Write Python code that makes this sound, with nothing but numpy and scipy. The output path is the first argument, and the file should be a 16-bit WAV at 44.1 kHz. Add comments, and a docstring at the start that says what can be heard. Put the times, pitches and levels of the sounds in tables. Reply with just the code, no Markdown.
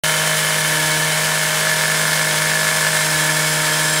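"""A two-stroke ring saw cutting brick in a walled corner, one microphone a few metres away.
From the start it is at full throttle: diamond teeth grind with a gritty hiss and ring the steel, the
piston drones on every turn, and the exhaust rattles as the governor fires only every second to fourth.
At 0.8 s the blade bites and binds with a brief squeal; the speed sags and more turns fire.
It runs lighter, bites less hard near 2.4 s, then stays under heavy load from 3.1 s to the end."""
import sys
import numpy as np
from scipy import signal
from scipy.fft import rfft, irfft
from scipy.io import wavfile
from scipy.ndimage import uniform_filter1d

SR = 44100
rng = np.random.default_rng(int(sys.argv[2]) if len(sys.argv) > 2 else 0)


def unload_wav(signal):
    """Save mono or channel-first audio to the path in sys.argv[1] as 16-bit WAV at rate SR, clipped to [-1, 1]."""
    wavfile.write(
        sys.argv[1],
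        SR,
        np.round(np.clip(np.atleast_2d(signal).T, -1, 1) * 32767).astype(np.int16),
    )


N = 176400
TIME = np.arange(N) / SR


def grinding():
    """Fine hiss and breaking grains of brick flutter with the contact and ring the blade."""
    # colour of the hiss (frequency [Hz], relative level [dB])
    hiss_colour = [(250, -21), (500, -1.5), (1000, -1.5), (1700, 3), (2500, -1), (3100, -1), (4400, -1.5),
                   (6500, -2), (9000, -2), (10900, -4.5), (11700, -8.5), (14000, -12.5), (15700, -13)]
    # strength of the hiss (time [s], level before the lift [dB])
    hiss_level = [(0.06, -21.5), (1.55, -22), (3.63, -21.5), (4.0, -22)]
    # modes of the steel ring (frequency [Hz], width [Hz], level at first [dB], deep in the cut [dB])
    ring_modes = [(3050, 36, -29, -51), (3144, 15, -43.5, -55), (3160, 22, -57, -35), (3420, 54, -59, -45),
                  (3720, 8.8, -39, -54.5), (3900, 19, -53, -39), (5130, 160, -46.5, -33),
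                  (6500, 24, -50, -40.5), (7544, 50, -56, -31), (8190, 220, -43, -33.5),
                  (9460, 56, -39, -40), (9625, 37, -60, -36), (10570, 140, -36, -43),
                  (14800, 150, -40, -46)]
    grains_per_s, grit_share, lift_db = 2500, 0.37, 1.5
    grains = rng.random(N) < grains_per_s / SR
    grain_db = np.minimum(rng.exponential(1, N), 5)
    grit = unit(grains * amp(grain_db) * rng.choice([-1, 1], N))
    scrape = np.sqrt(1 - grit_share) * rng.standard_normal(N) + np.sqrt(grit_share) * grit
    # the hiss flickers faintly, in patches of frequency and time
    spectrum = signal.stft(scrape, nperseg=512)[2]
    patches = uniform_filter1d(rng.standard_normal(spectrum.shape), size=4, axis=0)
    patches = unit(uniform_filter1d(patches, size=12, axis=1))
    scrape = unit(signal.istft(spectrum * amp(0.5 * patches), nperseg=512)[1][:N])
    hiss = amp(lift_db + curve(hiss_level)) * colour(scrape, hiss_colour)
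    flutter = amp(0.65 * drift(hz=46.5))
    depth = TIME / TIME[-1]
    steel = sum(amp(first + (deep - first) * depth + 1.2 * drift(hz=1)) * rubbed_mode(hz, width)
                for hz, width, first, deep in ring_modes)
    return flutter * (hiss + steel)


def singing(load):
    """Rubbed in the slot, the blade sings on its low modes, louder as it bites."""
    # low blade modes (frequency [Hz], width [Hz], level running light [dB], under load [dB])
    low_modes = [(1722, 19.6, -33.5, -31), (1769, 18.5, -36, -31.5), (2211, 21, -38, -31.5)]
    return sum(amp(light + (loaded - light) * load) * rubbed_mode(hz, width)
               for hz, width, light, loaded in low_modes)


def squeal():
    """The blade briefly binds in the slot: one mode swells and fades."""
    peak_s, swell_s, peak_db = 0.801, 0.16, -34
    swell = np.exp(-((TIME - peak_s) / swell_s) ** 2)
    return amp(peak_db) * swell * resonate(rng.standard_normal(N), hz=3410, width=9.2)


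def drone(turns, load):
    """Piston and intake pulse on every turn: harmonics of the crank whose balance shifts with load."""
    # engine harmonics (multiple of the speed, level running light [dB], under load [dB])
    harmonics = [(1, -30.5, -27.5), (2, -54.5, -37), (3, -41.5, -36.5), (4, -30, -32.5), (6, -33, -32),
                 (7, -46.5, -44), (9, -48.5, -44), (10, -50, -41), (11, -45, -25), (14, -56, -40),
                 (15, -40, -46), (20, -43, -42.5), (22, -40.5, -37)]
    waver_db, intake_lag_turns = 0.6, 0.4203  # the intake gulp follows the exhaust
    phase = 2 * np.pi * (turns - intake_lag_turns)
    return np.sqrt(2) * sum(
        amp(light + (loaded - light) * load + waver_db * drift(hz=3.4)) * np.cos(multiple * phase)
        for multiple, light, loaded in harmonics)


def exhaust(turns, load):
    """Turns that the governor lets fire send a bang and a puff of gas through the silencer."""
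    # governor, settling on one turn in three at middling load (load [0-1], turns that fire [0-1])
    firing_share = [(0, .25), (.18, .325), (.55, .338), (1, .46)]
    # colour of the exhaust (frequency [Hz], relative level [dB])
    gas_colour = [(30, -64), (48, -15), (70, -16), (105, -6.5), (150, -6.5), (205, -1.5), (265, -1.5),
                  (330, -13), (430, 0), (560, 5), (780, -5), (1000, 4), (1180, -3), (1400, 4.5), (1700, 7),
                  (1950, -2), (2300, -0.5), (2600, -9), (4500, -15.5), (12000, -50)]
    # silencer resonances (frequency [Hz], width [Hz], level before the swell [dB])
    silencer_modes = [(1739, 42, -30.5), (2120, 25, -37.5)]
    # slow swell of the whole exhaust (time [s], gain [dB])
    swell = [(.1, -1), (.8, -0.5), (1.3, -1), (2.15, 1.35), (2.75, 0.4), (3.2, -0.5), (3.9, .5)]
    governor_scatter, load_db, spread_db = 0.054, -5, 0.85
    port_opening_s, puff_decay_s = 0.00082, 0.0015
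    tops = np.flatnonzero(np.diff(np.floor(turns)) > 0)  # one sample on each turn
    luck, size = rng.standard_normal((len(tops), 2)).T
    # a turn fires when the running sum of shares passes a whole number
    due = np.cumsum(np.interp(load[tops], *np.transpose(firing_share))) + governor_scatter * luck
    fires = np.diff(np.floor(np.maximum.accumulate(due)), prepend=0) > 0
    bangs = np.zeros(N)
    bangs[tops] = fires * amp(load_db * load[tops] + spread_db * size)
    t = TIME[:SR // 20]
    puff_shape = (1 - np.exp(-t / port_opening_s)) * np.exp(-t / puff_decay_s)
    puffs = signal.oaconvolve(bangs, puff_shape)[:N] * rng.standard_normal(N)
    gas = colour(unit(bangs) + 0.25 * unit(puffs), gas_colour)
    silencer = sum(amp(db) * resonate(gas, hz, width) for hz, width, db in silencer_modes)
    return amp(curve(swell)) * (amp(-27) * gas + silencer)


def shudder(load):
    """Low shaking of the machine body, stronger as the blade bites."""
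    # colour of the shaking (frequency [Hz], relative level [dB])
    body_colour = [(20, -50), (33, -35), (48, -5), (75, 2), (110, 3.5), (200, 0.5), (330, -1), (600, -22)]
    return amp(-47 + 5 * load) * colour(rng.standard_normal(N), body_colour)


def corner(x):
    """The microphone hears the direct sound, a few close echoes and a short tail off the brick."""
    # echoes off ground and walls (delay [s], gain relative to the direct sound)
    echoes = [(.0027, 0.19), (.0046, 0.15), (.0098, 0.17), (0.0156, 0.1)]
    tail_t60_s, tail_db = 0.25, -10
    t = TIME[:SR // 2]
    tail = rng.standard_normal(len(t)) * amp(-60 * t / tail_t60_s) * (t > echoes[1][0])
    taps = amp(tail_db) * tail / np.linalg.norm(tail)
    taps[0] = 1
    for delay, gain in echoes:
        taps[round(delay * SR)] += gain
    return signal.fftconvolve(x, taps / np.linalg.norm(taps))[:N]


def amp(db):
    """Decibels to gain."""
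    return 10 ** (np.asarray(db) / 20)


def unit(x):
    """Scales to rms 1."""
    return x / np.sqrt(np.mean(x ** 2) + 1e-20)


def curve(points):
    """A control curve at every sample."""
    return np.interp(TIME, *np.transpose(points))


def drift(hz):
    """Smooth random wander of rms 1, up to about this rate."""
    f = np.fft.rfftfreq(N, 1 / SR)
    return unit(irfft(rfft(rng.standard_normal(N)) * (f > 0) / (1 + (f / hz) ** 4), N))


def colour(x, points, size=4096):
    """Minimum-phase filter with the given spectrum; output at rms 1."""
    hz, db = np.transpose(points)
    bins_hz = abs(np.fft.fftfreq(size, 1 / SR))
    log_gain = np.log(amp(np.interp(np.log(bins_hz + 1), np.log(hz + 1), db)))
    taps = np.fft.ifft(np.exp(np.conj(signal.hilbert(log_gain)))).real
    return unit(signal.oaconvolve(x, taps[:size // 2])[:N])


def resonate(x, hz, width):
    """One resonance, its width in Hz; output at rms 1."""
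    r = np.exp(-np.pi * width / SR)
    return unit(signal.lfilter([1, 0, -1], [1, -2 * r * np.cos(2 * np.pi * hz / SR), r * r], x))


def rubbed_mode(hz, width):
    """Friction noise rings one mode; two passes at twice the width give it steep sides."""
    return resonate(resonate(rng.standard_normal(N), hz, 2 * width), hz, 2 * width)


def scene():
    """The crank times drone and exhaust; the load drives harmonics, firing, singing and shudder."""
    # how hard the blade bites (time [s], load [0-1])
    bite = [(.05, 0.38), (.3, .3), (.58, 0.28), (.77, 1), (.96, 0.99), (1.25, .15), (1.55, .3),
            (1.72, 0.02), (2.22, 0.37), (2.38, .65), (2.6, .2), (2.98, 0.15), (3.13, .9), (3.55, 0.84),
            (3.95, 0.92)]
    # engine speed (time [s], speed [turns/s])
    crank_speed = [(0.06, 155.9), (0.33, 156.1), (0.6, 155.3), (0.8, 154.7), (0.95, 155.0), (1.05, 155.5),
                   (1.35, 156.3), (1.5, 155.3), (1.67, 156.8), (1.95, 156.2), (2.2, 156.3), (2.33, 154.7),
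                   (2.57, 156.7), (2.9, 156.2), (3.15, 154.7), (3.52, 154.8), (3.73, 154.3), (3.95, 155.1)]
    jitter_hz = 0.25
    load = curve(bite)
    turns = np.cumsum(curve(crank_speed) + jitter_hz * drift(hz=31.9)) / SR
    engine = drone(turns, load) + corner(exhaust(turns, load))
    blade = grinding() + singing(load) + squeal()
    return (engine + blade + shudder(load))[None]


def record(dry):
    """The sound cuts in at once, with the highest treble steeply cut off."""
    start_s, cutoff_hz = 0.036, 15760
    lowpass = signal.firwin(1023, cutoff_hz, window=("kaiser", 9), fs=SR)
    return signal.oaconvolve(dry * (TIME > start_s), lowpass[None], "same")


dry = scene()
out = record(dry)
unload_wav(out)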